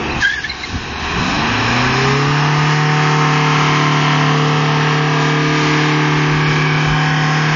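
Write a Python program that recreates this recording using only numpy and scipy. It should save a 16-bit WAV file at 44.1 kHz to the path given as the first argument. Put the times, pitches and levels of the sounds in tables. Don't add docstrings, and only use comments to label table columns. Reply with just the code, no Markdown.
import sys
import numpy as np
from scipy import signal
from scipy.fft import rfft, irfft, next_fast_len
from scipy.io import wavfile
from scipy.ndimage import uniform_filter1d, map_coordinates

SR = 44100
rng = np.random.default_rng(int(sys.argv[2]) if len(sys.argv) > 2 else 0)


def wav_out(sig):
    wavfile.write(sys.argv[1], SR, np.round(np.clip(np.atleast_2d(sig).T, -1, 1) * 32767).astype(np.int16))


def to_linear_factor(level_db):
    exponent = np.asarray(level_db, float) / 20
    return 10 ** exponent


N = 332955
T = np.arange(N) / SR


def unit(x):
    return x / np.sqrt(np.mean(x ** 2))


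def columns(table):
    s, *rest = np.transpose(table)
    return [np.interp(T, s, column) for column in rest]


def colour(x, points):
    hz, db = np.transpose(points)
    size = next_fast_len(N, True)
    f = np.maximum(np.arange(size // 2 + 1) * SR / size, 1)
    gain = to_linear_factor(np.interp(np.log(f), np.log(hz), db))
    return irfft(rfft(x, size) * gain, size)[:N]


def walk(rate, size=N):
    hold = int(SR / rate)
    steps = np.repeat(rng.standard_normal(size // hold + 2), hold)
    slewed = uniform_filter1d(uniform_filter1d(steps, hold), hold)
    return unit(slewed[:size])


def swell(s, half, db):
    return to_linear_factor(db) * np.exp(-((T - s) / half) ** 2)


# time in seconds, firing rate in Hz, level of the firing tone in dB.
ENGINE = [(0, 74.9, -38), (.17, 69.5, -26), (.26, 66.3, -40), (.65, 67, -40), (.9, 71.2, -33),
          (1.1, 81, -35), (1.4, 98.8, -38), (1.5, 106.5, -25), (1.8, 124.5, -19.5), (2.1, 137.6, -18.5),
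          (2.4, 147.9, -16), (2.75, 150.8, -15), (3.15, 151.1, -16.5), (3.65, 149.6, -17.5),
          (4.4, 150.3, -15), (5.6, 151.2, -19), (6.5, 151.2, -16), (7.55, 153.3, -16.5)]


def crankshaft():
    firing_hz, firing_db = columns(ENGINE)
    hz = uniform_filter1d(firing_hz, SR // 8) / 4
    return np.cumsum(hz) / SR, hz, firing_db


def tone(cycles, order, wobble):
    size = len(cycles)
    phase = 2 * np.pi * order * cycles + wobble * walk(12, size=size) + rng.uniform(0, 6.96)
    return np.sqrt(2) * to_linear_factor(wobble * 5.9 * walk(8.1, size=size)) * np.sin(phase)


PIPE_ORDERS = (8, 12, 7, 6, 14)
PIPE_UNDER_DB = (-24, -21.5, -15, -27.5, -31.5)
# order in waves per cycle, centre in seconds, half length in seconds, peak in dB.
PIPE_SWELLS = [(8, 0.06, 0.11, -31.5), (8, 1.24, 0.15, -25), (8, 1.824, .17, -21.5), (8, 2.26, 0.2, -27.5),
               (8, 3.8, .5, -31), (8, 5.75, 0.73, -23), (8, 7.5, .6, -35.5), (12, .08, .1, -34),
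               (12, 1.09, 0.086, -27.5), (12, 1.36, .1, -24), (12, 2.09, 0.2, -25.5), (12, 3.4, .6, -31.5),
               (12, 4.4, .17, -31), (12, 5.5, 0.85, -27), (12, 7.5, 0.39, -36.5), (7, 1.2, .08, -37),
               (7, 1.5, .15, -42), (7, 2.08, 0.13, -30), (7, 4.4, .5, -31), (7, 6.7, 0.45, -32),
               (7, 5.4, 0.38, -37), (7, 3.4, .4, -34), (6, 4.6, 1.2, -45), (6, 1.42, 0.089, -32),
               (14, 1.285, 0.098, -33), (14, 2.3, 0.42, -43.5)]
# order in waves per cycle, centre in seconds, half length in seconds, peak in dB.
WHINES = [(20, 1.08, 0.14, -32.5), (18, 1.18, 0.053, -27.5), (28, 1.55, 0.27, -31), (23, 2.5, 0.32, -30.5),
          (18, 1.8, 0.21, -42), (11, 1.26, .047, -26), (10, 1.6, 0.065, -30), (9, 1.49, 0.17, -25.5),
          (10, 3.9, .27, -32), (20, 2.81, 0.53, -27.5), (32, 3.12, 0.36, -30), (48, 1.95, 0.18, -32.5),
          (24, 3.2, 0.55, -28.5), (28, 3.7, .8, -25), (56, 3.6, 0.88, -32.5), (44, 3.67, .41, -30.5),
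          (18, 4.7, 1.1, -33), (20, 4.8, 1.1, -31), (32, 5.8, .8, -29.5), (24, 5.8, 1.1, -33),
          (43, 5.5, 0.73, -26.5), (46, 6.3, 1.1, -34), (60, 6.6, 0.22, -30.5), (39, 6.9, .43, -34.5),
          (43, 7.2, 1, -34), (20, 7.2, 0.36, -27.5), (28, 7.0, .5, -30.5), (10, 2.9, .45, -30),
          (10, 6.6, 1.3, -34), (5, 3.9, 1.6, -37)]


def exhaust(cycles, firing_db):
    out = to_linear_factor(firing_db) * tone(cycles, order=4, wobble=0.057)
    for pipe_order, under_db in zip(PIPE_ORDERS, PIPE_UNDER_DB):
        size = to_linear_factor(firing_db + under_db)
        size += sum(swell(*row) for order, *row in PIPE_SWELLS if round(order) == pipe_order)
        out += size * tone(cycles, pipe_order, wobble=0.045 * np.sqrt(pipe_order))
    for order, s, half, db in WHINES:
        near = np.abs(T - s) < 2.2 * half
        out[near] += swell(s, half, db)[near] * tone(cycles[near], round(order), wobble=0.24)
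    return out


def clatter(cycles, hz, drift):
    size = 768
    orders = rfft(rng.standard_normal((40, size)))
    patterns = irfft(orders / np.abs(orders) ** 0.2, size)
    reshuffle = 9 * np.cumsum(np.abs(np.gradient(np.log(hz))))
    row = np.clip(drift * T + reshuffle, 0, 38.9)
    blend = row % 1
    played = map_coordinates(patterns, [row, cycles % 1 * size], order=1, mode="grid-wrap")
    return unit(played * np.sqrt(hz / ((1 - blend) ** 2 + blend ** 2)))


# centre in seconds, half length in seconds, frequency in Hz, gain in dB.
FACING = [(6.1, .5, 1650, 4), (1.17, .95, 3980, 9), (1.35, .6, 246, 8), (1.1, .9, 2104, -7),
          (1.37, .7, 2500, 4.5), (1.2, 1, 4550, -1.5), (1.702, .76, 6150, -1.5), (2.004, 1, 5280, 6.5),
          (2.36, 0.77, 3160, -4), (2.89, 0.55, 1760, 5.5), (3.05, .65, 3600, -5), (1.8, 0.36, 1700, 4),
          (3.6, 0.55, 1323, 8.5), (3.9, .39, 810, -4), (4.3, 1, 1530, -7.5), (3.9, 0.42, 3030, 2.5),
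          (4.4, 0.31, 2400, -7.5), (7.2, .3, 1900, 5), (6.9, 0.41, 3080, 5), (1.74, 0.68, 575, 8),
          (.5, .48, 747, 7), (2.52, 0.76, 1230, 7), (.13, 0.08, 2590, 11.5), (5.3, .79, 6400, -4),
          (6.7, 0.25, 2340, 8.5), (6.8, 0.39, 2010, -5), (6.9, .6, 2850, -5.5), (7.2, 0.76, 1600, 5),
          (7.3, 0.3, 4020, -6), (7.3, 0.87, 5220, 5)]


def facing(x):
    f, s, frames = signal.stft(x, SR, nperseg=2048)
    db = 0
    for centre, half, hz, peak_db in FACING:
        half_width_hz = 18 + 0.051 * hz
        over_hz = np.exp(-((f - hz) / half_width_hz) ** 2)
        over_time = np.exp(-((s - centre) / half) ** 2)
        db = db + peak_db * np.outer(over_hz, over_time)
    return signal.istft(frames * to_linear_factor(db), SR, nperseg=2048)[1][:N]


# time in seconds, roar in dB as heard, brightness of the slipping hiss on it in dB.
ROAR = [(0, -6, -2), (.19, -7, -2.5), (.22, -5.5, 13), (.26, -16, 13.5), (.5, -15, 9.5), (.75, -11.5, 7),
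        (.95, -9, 3), (1.05, -4.5, 3), (1.2, -1, 1), (1.6, 2.5, -2.7), (2.5, -0.4, 0), (3.4, -0.5, 1.8),
        (4.3, 1.5, -1.1), (5.0, -1, 0.1), (5.8, 0.4, 1.5), (6.4, -2, 0), (7.0, -1.7, -0.8), (7.55, -1, 0)]
# frequency in Hz, level in dB per Hz.
BODY = [(40, -26.5), (110, -5.5), (200, -4.5), (330, 1.5), (470, -3.5), (590, -9), (720, 1.5), (1080, 1.5),
        (1300, -6), (1430, -5.5), (1620, -5.5), (3100, -6), (3650, -7.5), (6500, -10)]


def roar(cycles, hz):
    roar_db, bright_db = columns(ROAR)
    sump_db = -5.5 - 0.16 * roar_db - 1.03 * bright_db
    knock_db = 0.082 + 0.85 * roar_db + 0.28 * bright_db
    firing = 1 + 0.057 * np.cos(2 * np.pi * 4 * cycles)
    scrub = unit(rng.standard_normal(N) * firing * to_linear_factor(0.51 * walk(15)))
    scrub = colour(scrub, [(40, 6), (110, 0), (300, -5), (800, 0)])
    knocks = colour(clatter(cycles, hz, drift=1.6), [(2600, 0), (5500, -8)])
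    share = np.clip(0.22 + 0.02 * T, 0, 1)
    body = colour(np.sqrt(share) * knocks + np.sqrt(1 - share) * scrub, BODY)
    sump = colour(body, [(520, -18.5), (680, -39)])
    block = colour(body, [(520, -32.5), (640, -7.5), (1380, 0.5), (1500, -35.5)])
    knock = colour(body, [(1380, -38.5), (1480, 3.0), (3300, -2), (3800, -24.5)])
    hiss = colour(body, [(3200, -35.5), (3600, 5.0)])
    # region, level in dB, its own sway in dB
    parts = ((sump, sump_db, 0.6), (block, roar_db - 0.78, 0.6),
             (knock, knock_db, 0.7), (hiss, roar_db + bright_db - 4, 0.7))
    held_db = -22
    together = walk(8)
    out = np.zeros(N)
    for x, db, own_db in parts:
        out += unit(x) * to_linear_factor(held_db + db + own_db * walk(7) + 0.4 * together)
    return facing(out)


# frequency in Hz, level in dB per Hz.
WIND_COLOUR = [(6, -47), (18, -21), (35, -8.5), (70, -4), (120, -9), (250, -11), (500, -42)]
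# time in seconds, level in dB.
BREEZE = [(0, -41), (1.6, -37), (2.8, -55.5), (4.8, -58.5), (5.9, -48), (6.4, -44), (7.55, -52)]
# centre in seconds, half length in seconds, peak in dB.
GUSTS = [(0.164, 0.054, -27.5), (0.756, .06, -32.5), (.86, .05, -29), (1.198, 0.03, -25.5),
         (1.41, 0.11, -32), (1.85, 0.12, -39), (2.09, .04, -32), (2.29, 0.028, -33), (2.465, .04, -40),
         (2.63, .06, -37), (3.13, .1, -49), (3.324, .08, -44), (3.68, .1, -43), (4.15, 0.17, -48),
         (5.05, .03, -44), (5.218, 0.042, -47), (5.48, .08, -46), (5.648, .07, -42), (6.17, .05, -33),
         (6.33, .03, -34), (6.548, .1, -37), (6.75, .03, -31), (6.912, .04, -25), (7.08, .08, -38),
         (7.28, .03, -41), (7.51, 0.028, -41)]


def wind():
    lumps = rng.standard_normal(N) * to_linear_factor(2.2 * walk(25))
    size = to_linear_factor(columns(BREEZE)[0] + 3.3 * walk(9)) + sum(swell(*gust) for gust in GUSTS)
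    return unit(colour(lumps, WIND_COLOUR)) * size * to_linear_factor(4.0)


# centre in seconds, peak in dB, pitch in Hz, half length in seconds, upper mode in dB.
SQUEAL = [(0.118, -44, 2120, .0065, -20), (0.213, -19, 1800, .004, -29), (.229, -9, 1680, 0.0063, -19),
          (0.239, -7.5, 1620, 0.0063, -15.5), (0.252, -4, 1610, 0.0038, -9), (0.26, -7, 1610, 0.0039, -15),
          (0.273, -8.5, 1632, 0.011, -22), (0.3, -11.5, 1685, 0.0071, -13), (0.314, -13, 1690, 0.0032, -24),
          (0.326, -15, 1734, 0.0032, -21), (0.339, -13.5, 1754, 0.005, -23), (.352, -20, 1735, .004, -28),
          (0.368, -18, 1750, 0.0076, -38), (0.386, -15, 1648, 0.0076, -22), (0.406, -20, 1658, 0.0037, -38),
          (.449, -14.5, 1740, 0.0083, -22.5), (.467, -19, 1770, .0028, -27),
          (0.504, -23, 2124, 0.0089, -17), (0.518, -19.5, 2170, 0.0031, -27),
          (0.639, -17, 2100, .0035, -12), (.644, -20, 2130, .005, -16), (0.55, -36, 2120, 0.0043, -27)]


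def squeal():
    s, db, hz, half, upper_db = np.transpose(SQUEAL)
    upper_hz = 563 + 1.63 * hz
    shape = np.exp(-((T[:SR] - s[:, None]) / (1.35 * half[:, None])) ** 2)
    loudest = np.argmax(shape * to_linear_factor(db)[:, None], axis=0)

    def phase(burst_hz, shake):
        held = uniform_filter1d(burst_hz[loudest], 200) * (1 + shake * walk(400)[:SR])
        return 2 * np.pi * np.cumsum(held) / SR

    low, high = phase(hz, 0.018), phase(upper_hz, 0.022)
    size = np.max(to_linear_factor(db)[:, None] * shape, axis=0)
    upper = np.max(to_linear_factor(upper_db)[:, None] * shape, axis=0) * to_linear_factor(3.5 * walk(130)[:SR] - 6)
    side = to_linear_factor(-18 + 5 * walk(200)[:SR]) * np.sin(1.26 * low)
    overtone = to_linear_factor(-31) * np.sin(3 * low)
    return np.pad(size * (np.sin(low) + side + overtone) + upper * np.sin(high), (0, N - SR))


def scene():
    cycles, hz, firing_db = crankshaft()
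    return (exhaust(cycles, firing_db) + roar(cycles, hz) + wind() + squeal())[None]


# frequency in Hz, band against its usual level in dB, single line against its band in dB.
TREBLE_BARS = [(2800, -16, -20), (3700, -8, -12), (4500, -7, -10), (5200, -10, -9), (6000, -5.5, -5),
               (6450, -2.2, -2), (7000, -2.5, -1), (7340, 4.5, 0)]


def treble_dropouts(x):
    top_hz, lines = 7290, 11
    f, s, frames = signal.stft(x, SR, nperseg=5632)
    band = np.arange(len(f)) // lines
    line_power = np.abs(frames) ** 2
    power = np.add.reduceat(line_power, np.arange(0, len(f), lines)) / lines
    usual = uniform_filter1d(uniform_filter1d(power, size=9, axis=1), size=3, axis=0)
    lasting = unit(uniform_filter1d(rng.standard_normal(power.shape), size=4, axis=1))
    shift_db = 1.2 * rng.standard_normal(len(s)) + 3.8 * lasting
    hz, *bars_db = np.transpose(TREBLE_BARS)
    band_db, line_db = (np.interp(f, hz, db, left=-99)[:, None] for db in bars_db)
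    kept = power[band] > usual[band] * to_linear_factor(band_db + shift_db[band]) ** 2
    kept &= f[:, None] < top_hz
    kept &= line_power > power[band] * to_linear_factor(line_db) ** 2
    return signal.istft(frames * kept, SR, nperseg=5632)[1][:N]


def top_cut(x):
    return signal.sosfilt(signal.butter(12, 7940, fs=SR, output="sos"), x)


def record(dry):
    soft = np.tanh(0.8 * dry[0]) / 0.8
    dull = colour(soft, [(6000, 0), (6700, -1.5), (7100, -10.5), (7340, -20)])
    mix = treble_dropouts(dull)[None]
    return top_cut(mix)


dry = scene()
out = record(dry)
wav_out(out)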